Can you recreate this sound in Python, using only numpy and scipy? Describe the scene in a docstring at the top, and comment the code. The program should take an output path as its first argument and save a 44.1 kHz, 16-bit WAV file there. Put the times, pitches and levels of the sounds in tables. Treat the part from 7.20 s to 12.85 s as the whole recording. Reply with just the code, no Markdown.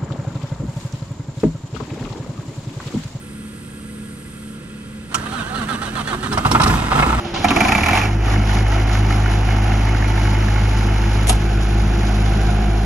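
"""A workshop, where a four-cylinder diesel generator starts up in a sheet-steel canopy.
The key clicks, the starter growls, hard first firings speed up and the governor hunts until it settles.
Each firing pulses the exhaust, rings the engine covers and shakes the canopy; a hiss spurts in time.
One canopy door slams and a second swings to, muffling the clatter over the exhaust drone.
A faint workshop hum sinks under the engine."""
import sys
import numpy as np
from scipy import signal
from scipy.fft import rfft, irfft
from scipy.io import wavfile

SR = 44100
rng = np.random.default_rng(int(sys.argv[2]) if len(sys.argv) > 2 else 0)


def unload_audio(sound):
    """Save the sound as a 16-bit wav file, at the path given as the first command line argument."""
    columns = np.transpose(np.atleast_2d(sound))
    # keep every value between -1 and 1, then stretch to whole-number steps
    steps = np.round(np.clip(columns, -1, 1) * 32767)
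    wavfile.write(sys.argv[1], SR, steps.astype(np.int16))


N = 249165
T = np.arange(N) / SR
CYLINDERS = 4  # firings per engine cycle
DRONE_LAG_SWINGS = .29  # drone and rumble trail the governor

# Each tone: dB at full speed, dB per octave of speed, dB added by shut doors, swing in dB, waver in dB.
FIRING_TONE = (-16.5, 12.5, 1, -0.5, 0.42)
OCTAVE_TONE = (-18.5, 6, -6, 2, 0.5)
# Each row: multiple of the cycle rate (rounded in use), relative level in dB, dB added by shut doors.
OVERTONES = [(6, -25, 8), (7, -34.5, -3), (12, -9, 4.5), (13, -33, 2), (15, -21, 12.5), (16, -9, 4),
             (20, -20, -15.5), (22, -11.5, -12), (26, -17, 6.5), (28, -26.5, 0), (40, -27, -4),
             (54, -32, -3), (56, -35.5, 15), (63.5, -28.5, 0), (66.6, -28.5, -9)]

def exhaust(cycle, speed, running, shut):
    """Exhaust pulses drone at the firing rate; late on, the octave throbs about four times a second."""
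    turn_rad = 2 * np.pi * (cycle - .0347)  # trails the knock
    firing_rad = CYLINDERS * turn_rad
    held_back = np.exp(-np.maximum(T - .81, 0) / .1)  # lets go as the engine reaches speed
    from_slam = (T - 4.18) / .045
    slam_db = -(8 * from_slam + 1.5) * np.exp(-from_slam ** 2)  # a swell, then a dip
    throb_db = 3 * shut * np.cos(2 * np.pi * (T - 4.83) / .238)
    tone = amp(drone_db(FIRING_TONE, speed, shut) - 10 * held_back + slam_db) * np.cos(firing_rad)
    octave = amp(drone_db(OCTAVE_TONE, speed, shut) - 5 * held_back + throb_db) * np.cos(2 * firing_rad)
    overtones = 0
    for multiple, db, shut_db in OVERTONES:
        level = amp(db - 10.5 + shut_db * shut + 1.9 * drift(7.9))
        phase_rad = round(multiple) * turn_rad + 2 * np.pi * rng.random() + .1 * drift(4.6)
        overtones += level * np.cos(phase_rad)
    fade_in = np.clip((T - .15) / .35, 0, 1)
    swing = amp(5 * governor(DRONE_LAG_SWINGS))
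    return np.sqrt(2) * ((tone + octave) * fade_in + running * swing * overtones)


def drone_db(tone, speed, shut):
    """An exhaust tone grows with speed, swings with the governor and shifts as the doors shut."""
    db, db_per_octave, shut_db, swing_db, waver_db = tone
    steady_db = db + db_per_octave * np.log2(speed / speed[-1]) + shut_db * shut
    return steady_db + swing_db * governor(DRONE_LAG_SWINGS) + waver_db * (1 + shut) * drift(15)


def governor(lag_swings=0, surge_s=1.1, settle_s=1.06):
    """The fuel hunts about its steady rate: one surge, then quicker, smaller swings."""
    period_s = np.interp(T, [surge_s, surge_s + .55], [.257, .187])
    swings = np.cumsum(1 / period_s) / SR
    swings -= swings[round(surge_s * SR)]
    onset = np.clip(2 * (swings + 1), 0, 1)
    return onset * np.exp((surge_s - T) / settle_s) * np.cos(2 * np.pi * (swings - lag_swings))


# Each entry: one cylinder's relative knock level in dB, in firing order.
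CYLINDERS_DB = [-3.5, -.5, 0, 1]
KNOCK_LEAD_CYCLES = .01478  # combustion starts early
# Each row: frequency in Hz, relative level in dB, t60 in seconds.
COVER_MODES = [(517, -12, 0.18), (1105, -4.5, 0.13), (1313, 4, 0.11), (1388, -1, 0.12), (1468, 1.5, 0.074),
               (1630, -11, 0.1), (1790, -12.5, .09), (1990, 0, 0.12), (2158, 9, 0.058), (2270, 2, 0.037),
               (2275, -5.5, 0.044), (2990, 1.5, 0.099)]
# Clatter with doors open and shut. Each row: frequency in Hz, relative level in dB.
OPEN_SPECTRUM = [(150, -10.5), (400, -1.5), (560, -5), (700, 0.5), (890, -4), (1000, -2.5), (1230, -4.5),
                 (1450, -2), (1680, -7.5), (2250, -5.5), (2450, -6.5), (3000, -8.5), (3800, -30),
                 (6000, -21), (11000, -77)]
SHUT_SPECTRUM = [(150, -34.5), (400, 6.5), (560, -16), (680, -8), (770, 5), (900, -1.5), (1200, -5.5),
                 (1480, 2), (1900, -11), (2350, -4), (3500, -13.5), (6000, -41.5), (11000, -51.5)]

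def clatter(cycle, running, shut, effort_db, let_out_db):
    """Each cylinder rings the covers its own way; valve gear ticks between firings; the fan rushes."""
    knocks, valves, covers = 0, 0, 0
    for k, db in enumerate(CYLINDERS_DB):
        angle = k / CYLINDERS - KNOCK_LEAD_CYCLES
        firings = amp(db) * ticks(cycle, angle, spread_db=2.5, jitter_s=.0001)
        knocks += excite(firings, ring(.05, rise_s=.0015))
        covers += excite(firings, modes(COVER_MODES, uneven_db=2))
        valve_angle = angle + .17 + .03 * rng.standard_normal()
        valves += excite(ticks(cycle, valve_angle, spread_db=3, jitter_s=.0003), ring(.022))
    fan = rng.standard_normal((2, N))
    drive = running * (1 - .11 * shut) * (unit(knocks) + amp(2.5) * unit(valves)) + amp(1.5) * fan
    bright = (1 - shut) * unit(colour(drive, OPEN_SPECTRUM))
    muffled = shut * unit(colour(drive, SHUT_SPECTRUM))
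    ringing = amp(3.5) * running * (1 - .83 * shut) * unit(covers)
    level = amp(-29 + .69 * effort_db + let_out_db)
    return level * (bright + muffled + ringing) + canopy_air(drive, effort_db)


# Each row: start in seconds, relative level in dB, extra crack in dB, extra block ring in dB.
FIRST_FIRINGS = [(.2425, -4, -17, 1), (.306, -8, 1, 4), (0.361, -5.5, -11, 0.5), (0.4052, -2.5, -2.5, -1),
                 (.45, -11, 2, 10.5), (.4838, -5, -1.5, -2), (0.5205, -6, 2, 1), (.5505, -7.5, 2, -6),
                 (.58, -9.5, 1, 2.5)]
# Head, block and canopy walls. Each row: frequency in Hz, relative level in dB, t60 in seconds.
HEAD_MODES = [(1370, -9, .022), (1830, -4, .018), (2100, -4, .014), (2320, -5, 0.09), (2425, 1, 0.022),
              (2543, 2.5, 0.02), (2630, -3, 0.013), (2800, -8, 0.015)]
BLOCK_MODES = [(527, -15.5, 0.12), (680, -3, 0.048), (715, 4.5, .08), (753, 1, 0.051), (848, -3, 0.043),
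               (1023, -4.5, 0.12), (1153, -4.5, 0.087), (1370, -5.5, 0.083)]
WALL_MODES = [(46, -21, 0.18), (82, -28, 0.23), (209.4, -11, 0.35), (282.8, -13.5, 0.44), (342, -40, 0.34)]
# Each row: frequency in Hz, relative level in dB.
KNOCK_SPECTRUM = [(100, -1), (300, -15.5), (560, -23), (750, 9.5), (950, -4), (1350, -1), (1550, -19),
                  (1700, 0), (2050, -7), (2380, 0.5), (2680, -13), (3200, -10), (4500, -16.5), (11000, -19)]

def hard_firings(firings, boom_fall_db_per_s=12.5):
    """Each over-fuelled firing cracks in the head, knocks, rings the block and booms in the canopy."""
    out = np.zeros((2, N))
    for s, db, crack_db, block_db in firings:
        add(out, s, amp(db - 11.5 + crack_db) * struck(HEAD_MODES, rise_s=.0005, scatter=.2))
        add(out, s, amp(db - 12) * blow(KNOCK_SPECTRUM, t60_s=.05))
        add(out, s + .00215, amp(db - 12 + block_db) * struck(BLOCK_MODES, rise_s=.0027, scatter=.6))
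        boom = modes(WALL_MODES, rise_s=.0047, scatter=.31)
        add(out, s, amp(db + 2.5 - boom_fall_db_per_s * s) * boom)
    return out


RUN_UP_START_S, RUN_UP_PEAK_S, RUN_UP_END_S = .608, .69, .865

def run_up(cycle, crack_db=-.5, block_db=-8):
    """Every firing knocks hard until the fuel is cut back; returns rows like FIRST_FIRINGS."""
    count = np.floor(CYLINDERS * cycle).astype(int)
    at = np.flatnonzero(np.diff(count) > 0) + 1
    at = at[(T[at] > RUN_UP_START_S - .01) & (T[at] < RUN_UP_END_S)]
    from_peak = 2 * (T[at] - RUN_UP_PEAK_S) / (RUN_UP_END_S - RUN_UP_START_S)
    levels_db = -6 - 6 * from_peak ** 2 + np.take(CYLINDERS_DB, count[at], mode="wrap")
    return [(s, db, crack_db, block_db) for s, db in zip(T[at], levels_db)]


# Each row: frequency in Hz, relative level in dB, t60 in seconds.
CLACK_MODES = [(880, -9.5, 0.027), (1190, -5, 0.021), (1422, -2.5, 0.026), (1655, 2.5, 0.013),
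               (1807, -3.5, 0.031), (2145, -4, 0.03)]
# Each row: start in seconds, level in dB.
LOUD_CLACKS = [(1.083, -26), (1.14, -26), (1.293, -26), (1.37, -26.5), (1.523, -27.5), (1.753, -26.5),
               (1.906, -24), (2.06, -24.5), (2.136, -28), (2.289, -27.5), (2.442, -28), (2.519, -26),
               (2.671, -26.5), (2.748, -29), (2.824, -26), (2.977, -29), (3.054, -29), (3.283, -29),
               (3.36, -29)]

def diesel_knock(cycle, running, shut, effort_db):
    """Dry knock at every firing, each cylinder with its own ring; at times one clacks louder."""
    out = 0
    for k, db in enumerate(CYLINDERS_DB):
        firings = amp(db) * ticks(cycle, k / CYLINDERS - KNOCK_LEAD_CYCLES, spread_db=2.5, jitter_s=.0003)
        out += excite(firings, struck(CLACK_MODES, rise_s=.0005, scatter=.5))
    out *= running / running[-1] * amp(-33.5 + .57 * effort_db - 9.5 * shut)
    for s, db in LOUD_CLACKS:
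        add(out, s, amp(db) * struck(CLACK_MODES, rise_s=.0005, scatter=.15))
    return out


# Each row: frequency in Hz, relative level in dB.
RUMBLE_SPECTRUM = [(20, -6), (50, -7.5), (90, 7), (140, 0.5), (210, 3.5), (260, -4.5), (340, -1), (440, -9),
                   (700, -11.5), (2000, -68)]

def rumble(cycle, running, shut, effort_db, repeat_share=.25):
    """Gas puffs shake the canopy at every firing; part of the shaking repeats each cycle."""
    puffs = rng.standard_normal((2, N)) * (1 + .8 * np.cos(2 * np.pi * (CYLINDERS * cycle - .3)))
    shakes = running * excite(ticks(cycle, 0, spread_db=.5, jitter_s=0), ring(.4))
    drive = np.sqrt(1 - repeat_share) * unit(puffs) + np.sqrt(repeat_share) * unit(shakes)
    db = -26.5 + .29 * effort_db + governor(DRONE_LAG_SWINGS) + 1.5 * shut - 3 * (running[-1] - running)
    return amp(db) * unit(colour(drive, RUMBLE_SPECTRUM))


# Each row: start in seconds, relative level in dB, tilt in dB per octave, extra panel ring in dB.
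LATCH_HITS = [(4.07, -8, 1, -24), (4.078, -7, -2.5, -24), (4.087, -4, 2, -26), (4.0938, 3.5, -.5, -11),
              (4.0995, -3.5, -.5, 0), (4.107, -10, -0.5, -14), (4.118, -11, -1.5, -13),
              (4.127, -11, -3, -13), (4.151, -20.5, 0.5, -4)]
# Each row: frequency in Hz, relative level in dB, t60 in seconds.
PANEL_MODES = [(116, -14.5, 0.039), (167, -17, 0.25), (247, -32, 0.094), (672, -12.5, 0.068),
               (737, -13.5, 0.063), (886, -17.5, 0.054), (1274, -15, 0.09), (1950, -37, 0.038)]
# Each row: frequency in Hz, relative level in dB.
LATCH_SPECTRUM = [(150, -3), (300, -6), (500, -14), (720, 2.5), (1000, -2.5), (1500, -15.5), (3200, -0.5),
                  (4500, -6), (6500, -5), (8000, 1.5), (10500, 4.5), (12000, -8)]
THUD_SPECTRUM = [(80, 1), (200, -2), (340, -2), (500, -7.5), (800, -25.5), (2500, -17), (4000, -18),
                 (8000, -59)]

def door_slam(thud_s=4.1):
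    """The latch scrapes over its catch and snaps in; the panel rings and the whole canopy thuds."""
    out = np.zeros((2, N))
    for s, db, tilt_db, panel_db in LATCH_HITS:
        latch = blow(LATCH_SPECTRUM, t60_s=.038, tilt_db=tilt_db, tail_db=-34, rise_s=.0008)
        add(out, s, amp(db - 14.5) * latch + amp(db + panel_db + 3) * modes(PANEL_MODES))
    add(out, thud_s, amp(-24.5) * blow(THUD_SPECTRUM, t60_s=.25))
    return out


# Each row: start in seconds, relative level in dB, t60 in seconds, extra block ring in dB.
STARTER_CLICKS = [(.045, -22, 1, 0), (0.14, -12, 0.15, -19), (0.16, -16, 1, 5.5), (0.283, -6, 0.087, -8)]
# Each row: frequency in Hz, relative level in dB.
CLICK_SPECTRUM = [(150, 15.5), (900, 10), (1800, 3.5), (3300, 11), (5500, 1), (8000, -7.5), (11000, -49)]
GROWL_SPECTRUM = [(90, -23.5), (160, -11.5), (215, -3), (300, -4), (380, -11.5), (550, -30), (1500, -60.5)]

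def starter(start_s=.16, rise_s=.23, overrun_s=.39, release_s=.09):
    """Key, solenoid and pinion clack; the motor growls under load until the engine overruns it."""
    load = np.clip((T - start_s) / rise_s, 0, 1) * np.exp(-np.maximum(T - overrun_s, 0) / release_s)
    out = amp(-19.5) * load * unit(colour(rng.standard_normal((2, N)), GROWL_SPECTRUM))
    for s, db, t60_s, block_db in STARTER_CLICKS:
        click = blow(CLICK_SPECTRUM, t60_s)
        block = amp(block_db) * struck(BLOCK_MODES, rise_s=.0027, scatter=1)
        add(out, s, amp(db - 11.5) * (click + block))
    return out


# Each row: frequency in Hz, relative level in dB.
RATTLE_SPECTRUM = [(400, -20.5), (900, 3.5), (1350, -4.5), (1520, -4.5), (1750, -1), (2200, 5.5),
                   (2700, -3), (3300, -16), (7000, -20), (8500, -45)]

def rattle(firings, parts=4, delay_s=.003, spread_s=.01):
    """Gears and loose covers chatter just after each hard firing."""
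    s, db = np.transpose(firings)[:2]
    out = 0
    for _ in range(parts):
        late, size = rng.random((len(s), 2)).T
        clicks = np.zeros((1, N))
        clicks[0, ((s + delay_s + late * spread_s) * SR).astype(int)] = amp(db) * (.5 + size)
        out += excite(clicks, blow(RATTLE_SPECTRUM, t60_s=.018, rise_s=.0003))
    return amp(-20.5) * out


# Each row: frequency in Hz, relative level in dB, t60 in seconds.
LOW_AIR_MODES = [(668, -0.5, 0.06), (705, -1.5, 0.074), (741, 0, 0.029)]
HIGH_AIR_MODES = [(823, -3, 0.08), (860, -8, .045), (890, 0, 0.075)]
# Each row: time in seconds, low and high ring levels in dB at steady effort.
AIR_LEVELS = [(.9, -34, -36), (1.15, -33.5, -36), (1.95, -33, -38.5), (2.4, -31, -36), (3.1, -39.5, -31),
              (3.45, -44, -34), (3.85, -40.5, -34), (4.3, -38, -48), (4.85, -33.5, -47), (5.45, -32, -50)]

def canopy_air(drive, effort_db):
    """Clatter rings the air in the canopy; the doors shift the weight between a low and a high ring."""
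    out = 0
    for rows, db in zip((LOW_AIR_MODES, HIGH_AIR_MODES), curves(AIR_LEVELS)):
        rings = sum(amp(mode_db) * unit(excite(drive, modes([(hz, 0, t60_s)])))
                    for hz, mode_db, t60_s in rows)
        out += amp(db + .89 * effort_db) * unit(rings)
    return out


# Each row: frequency in Hz, relative level in dB.
GAPPED_HISS_SPECTRUM = [(500, 6.5), (2500, -1.5), (3300, 13), (4500, 11), (6000, 8), (7200, 7),
                        (8200, -17.5), (9700, -15), (10900, 11.5), (12000, -16.5)]

def hiss(cycle, running, effort_db, let_out_db):
    """A hiss spurting at every firing; the sound is empty at 8-10 kHz, with a thin band above."""
    spurts = 1 + .19 * np.cos(2 * np.pi * CYLINDERS * (cycle + KNOCK_LEAD_CYCLES))
    noise = rng.standard_normal((2, N)) * spurts * amp(1.4 * drift(29))
    db = -37 + .94 * effort_db + let_out_db - 1.6 * (running[-1] - running)
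    return amp(db) * unit(colour(noise, GAPPED_HISS_SPECTRUM))


# Each row: frequency in Hz, opening rms level in dB.
HUM_TONES = [(188.4, -37), (344.5, -30), (581.4, -41), (807.5, -43)]

def workshop_hum():
    """Faint wavering tones that sink over the first second."""
    out = 0
    for hz, db in HUM_TONES:
        level = np.sqrt(2) * amp(db - 15.2 * np.minimum(T, 1) + drift(11))
        out += level * np.sin(2 * np.pi * hz * T + .82 * drift(3.9))
    return out


# Each row: frequency in Hz, coherence 0-1, left lead in radians, left over right in dB.
STEREO_IMAGE = [(230, 1, 0, 0), (350, .9, -.25, .8), (550, .5, -1.1, -3.5), (780, .85, -.6, -4.5),
                (1030, .35, -1.2, -3.5), (1250, .7, .2, -3.5), (1700, .95, 0, -3), (2900, .45, -.8, -2.5),
                (4200, .35, -3.8, -1.5), (5150, .8, 0, -.5), (6700, .7, .3, -.5), (7700, .88, 3.14, 0),
                (10200, .97, 3.14, 0), (11300, .85, 6.28, 0)]

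def stereo(x):
    """Shares two sound paths between left and right."""
    coherence, lead_rad, balance_db = read(STEREO_IMAGE, np.fft.rfftfreq(2 * N, 1 / SR))
    left, other = rfft(x, 2 * N)
    right = (coherence * left + np.sqrt(1 - coherence ** 2) * other) * np.exp(-1j * lead_rad)
    return irfft(np.array([left * amp(balance_db / 2), right * amp(-balance_db / 2)]), 2 * N)[:, :N]


def ticks(cycle, angle, spread_db, jitter_s):
    """One click per engine cycle at an angle in cycles, uneven in size and time."""
    at = np.flatnonzero(np.diff(np.floor(cycle - angle)) > 0)
    size, late = rng.standard_normal((len(at), 2)).T
    at = np.clip(at + (late * jitter_s * SR).astype(int), 0, N - 1)
    out = np.zeros((1, N))
    out[0, at] = amp(spread_db * np.minimum(size, 1.5))
    return out


def modes(rows, uneven_db=0, rise_s=.0015, scatter=1, stray=0):
    """Dying sines; scatter spreads the first channel's phases in turns, stray the pitch in mode widths."""
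    t, out = T[:SR // 3], 0
    for hz, db, t60_s in rows:
        size = amp(db + uneven_db * rng.standard_normal())
        pitch_hz = hz + stray * rng.standard_normal() * np.log(1000) / (np.pi * t60_s)
        phase = rng.random((2, 1)) * [[scatter], [1]]
        out += size * amp(-60 * t / t60_s) * np.sin(2 * np.pi * (pitch_hz * t + phase))
    return out * (1 - np.exp(-t / rise_s))


def struck(rows, rise_s, scatter):
    """An engine part ringing, never twice alike; rms 1 over the first 10 ms."""
    out = modes(rows, uneven_db=2, rise_s=rise_s, scatter=scatter, stray=.7)
    return out / np.sqrt(np.mean(out[:, :SR // 100] ** 2, axis=1, keepdims=True))


def ring(t60_s, tail_db=-19, tail_t60_s=.45, rise_s=.0019):
    """Dense metal modes as dying noise, with the weaker echo of canopy and workshop."""
    t = T[:SR // 3]
    fade = amp(-60 * t / t60_s) + amp(tail_db - 60 * t / tail_t60_s)
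    return rng.standard_normal((2, len(t))) * fade * (1 - np.exp(-t / rise_s))


def blow(spectrum, t60_s, tilt_db=0, tail_db=-19, rise_s=.001):
    """One metallic blow; rms 1 over the first 10 ms."""
    sound = colour(ring(t60_s, tail_db=tail_db, rise_s=rise_s), spectrum, tilt_db)
    return sound / np.sqrt(np.mean(sound[:, :SR // 100] ** 2))


def colour(x, spectrum, tilt_db=0, size=4096):
    """Minimum-phase filter with the given spectrum, tilted per octave."""
    hz = np.abs(np.fft.fftfreq(size, 1 / SR))
    db = read(spectrum, hz)[0] + tilt_db * np.log2(np.maximum(hz, 300) / 1000)
    log_response = np.conj(signal.hilbert(np.log(amp(db))))
    taps = np.fft.ifft(np.exp(log_response)).real
    return excite(x, taps[None, :size // 2])


def excite(drive, response):
    """Convolution, cut to the drive's length."""
    return signal.oaconvolve(drive, response, axes=1)[:, :drive.shape[1]]


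def drift(rate_hz):
    """Slow random wander of rms 1."""
    hz = np.fft.rfftfreq(N, 1 / SR)
    return unit(irfft(rfft(rng.standard_normal(N)) * np.exp(-(hz / rate_hz) ** 2), N))


def amp(db):
    """Decibels to gain."""
    return 10 ** (np.asarray(db) / 20)


def unit(x):
    """Scales to rms 1."""
    return x / np.sqrt(np.mean(x ** 2) + 1e-20)


def curves(rows):
    """Each column of a time table, at every sample."""
    s, *columns = np.transpose(rows)
    return [np.interp(T, s, c) for c in columns]


def read(rows, hz):
    """Each column of a frequency table, on a log axis."""
    row_hz, *columns = np.transpose(rows)
    return [np.interp(np.log(hz + 1), np.log(row_hz + 1), c) for c in columns]


def add(mix, s, sound):
    """Lays a two-channel sound into the mix at time s."""
    part = mix[:, round(s * SR):][:, :sound.shape[1]]
    part += sound[:, :part.shape[1]]


# Each row: time in seconds, firings per second.
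FIRING_RATE = [(0, 12), (.3, 17), (.5, 28), (.6, 37), (.68, 40.5), (.76, 47), (.85, 52.5), (1.0, 52.25),
               (4.0, 52.28), (4.4, 52.35)]
# Each row: time in seconds, effort in dB against steady running.
FUEL = [(0, -6), (.11, -10.5), (.2, -2), (.42, 7.5), (.62, 3), (.78, 10), (.9, -2.5), (.98, -4.5),
        (1.12, 1), (1.8, -0.04), (3.0, -0.4)]
# Each row: time in seconds, gain of the steady-running sounds.
RUNNING_GAIN = [(0, 0), (.6, 0.25), (.8, 0), (.95, 0.2)]
# Each row: time in seconds, doors shut 0-1, clatter and hiss let out in dB.
DOOR_CLOSURE = [(3.3, 0, 0.5), (4.0, 0.23, 0.5), (4.35, 0.71, -1), (4.9, 0.44, 0.5), (5.3, 0.7, 0.5),
                (5.62, 0.6, -2)]

def scene():
    """The crankshaft angle times the running engine; the fuel sets how hard it works."""
    speed = curves(FIRING_RATE)[0]
    cycle = np.cumsum(speed * (1 + .001 * drift(6.07))) / SR / CYLINDERS
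    cycle -= cycle[round(RUN_UP_START_S * SR)]
    effort_db = curves(FUEL)[0] + 3.5 * governor()
    running = curves(RUNNING_GAIN)[0]
    shut, let_out_db = curves(DOOR_CLOSURE)
    firings = FIRST_FIRINGS + run_up(cycle)
    machine = clatter(cycle, running, shut, effort_db, let_out_db)
    machine += rumble(cycle, running, shut, effort_db) + hiss(cycle, running, effort_db, let_out_db)
    machine += starter() + hard_firings(firings) + rattle(firings)
    machine += diesel_knock(cycle, running, shut, effort_db) + door_slam()
    return stereo(machine) + exhaust(cycle, speed, running, shut) + workshop_hum()


def record(dry, cutoff_hz=11750):
    """Rounds off peaks near full scale, then low-passes."""
    lowpass = signal.firwin(511, cutoff_hz, window=("kaiser", 9), fs=SR)
    rounded = dry / (1 + dry ** 6) ** (1 / 6)
    return amp(-.3) * signal.oaconvolve(rounded, lowpass[None], "same", axes=1)


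dry = scene()
out = record(dry)
unload_audio(out)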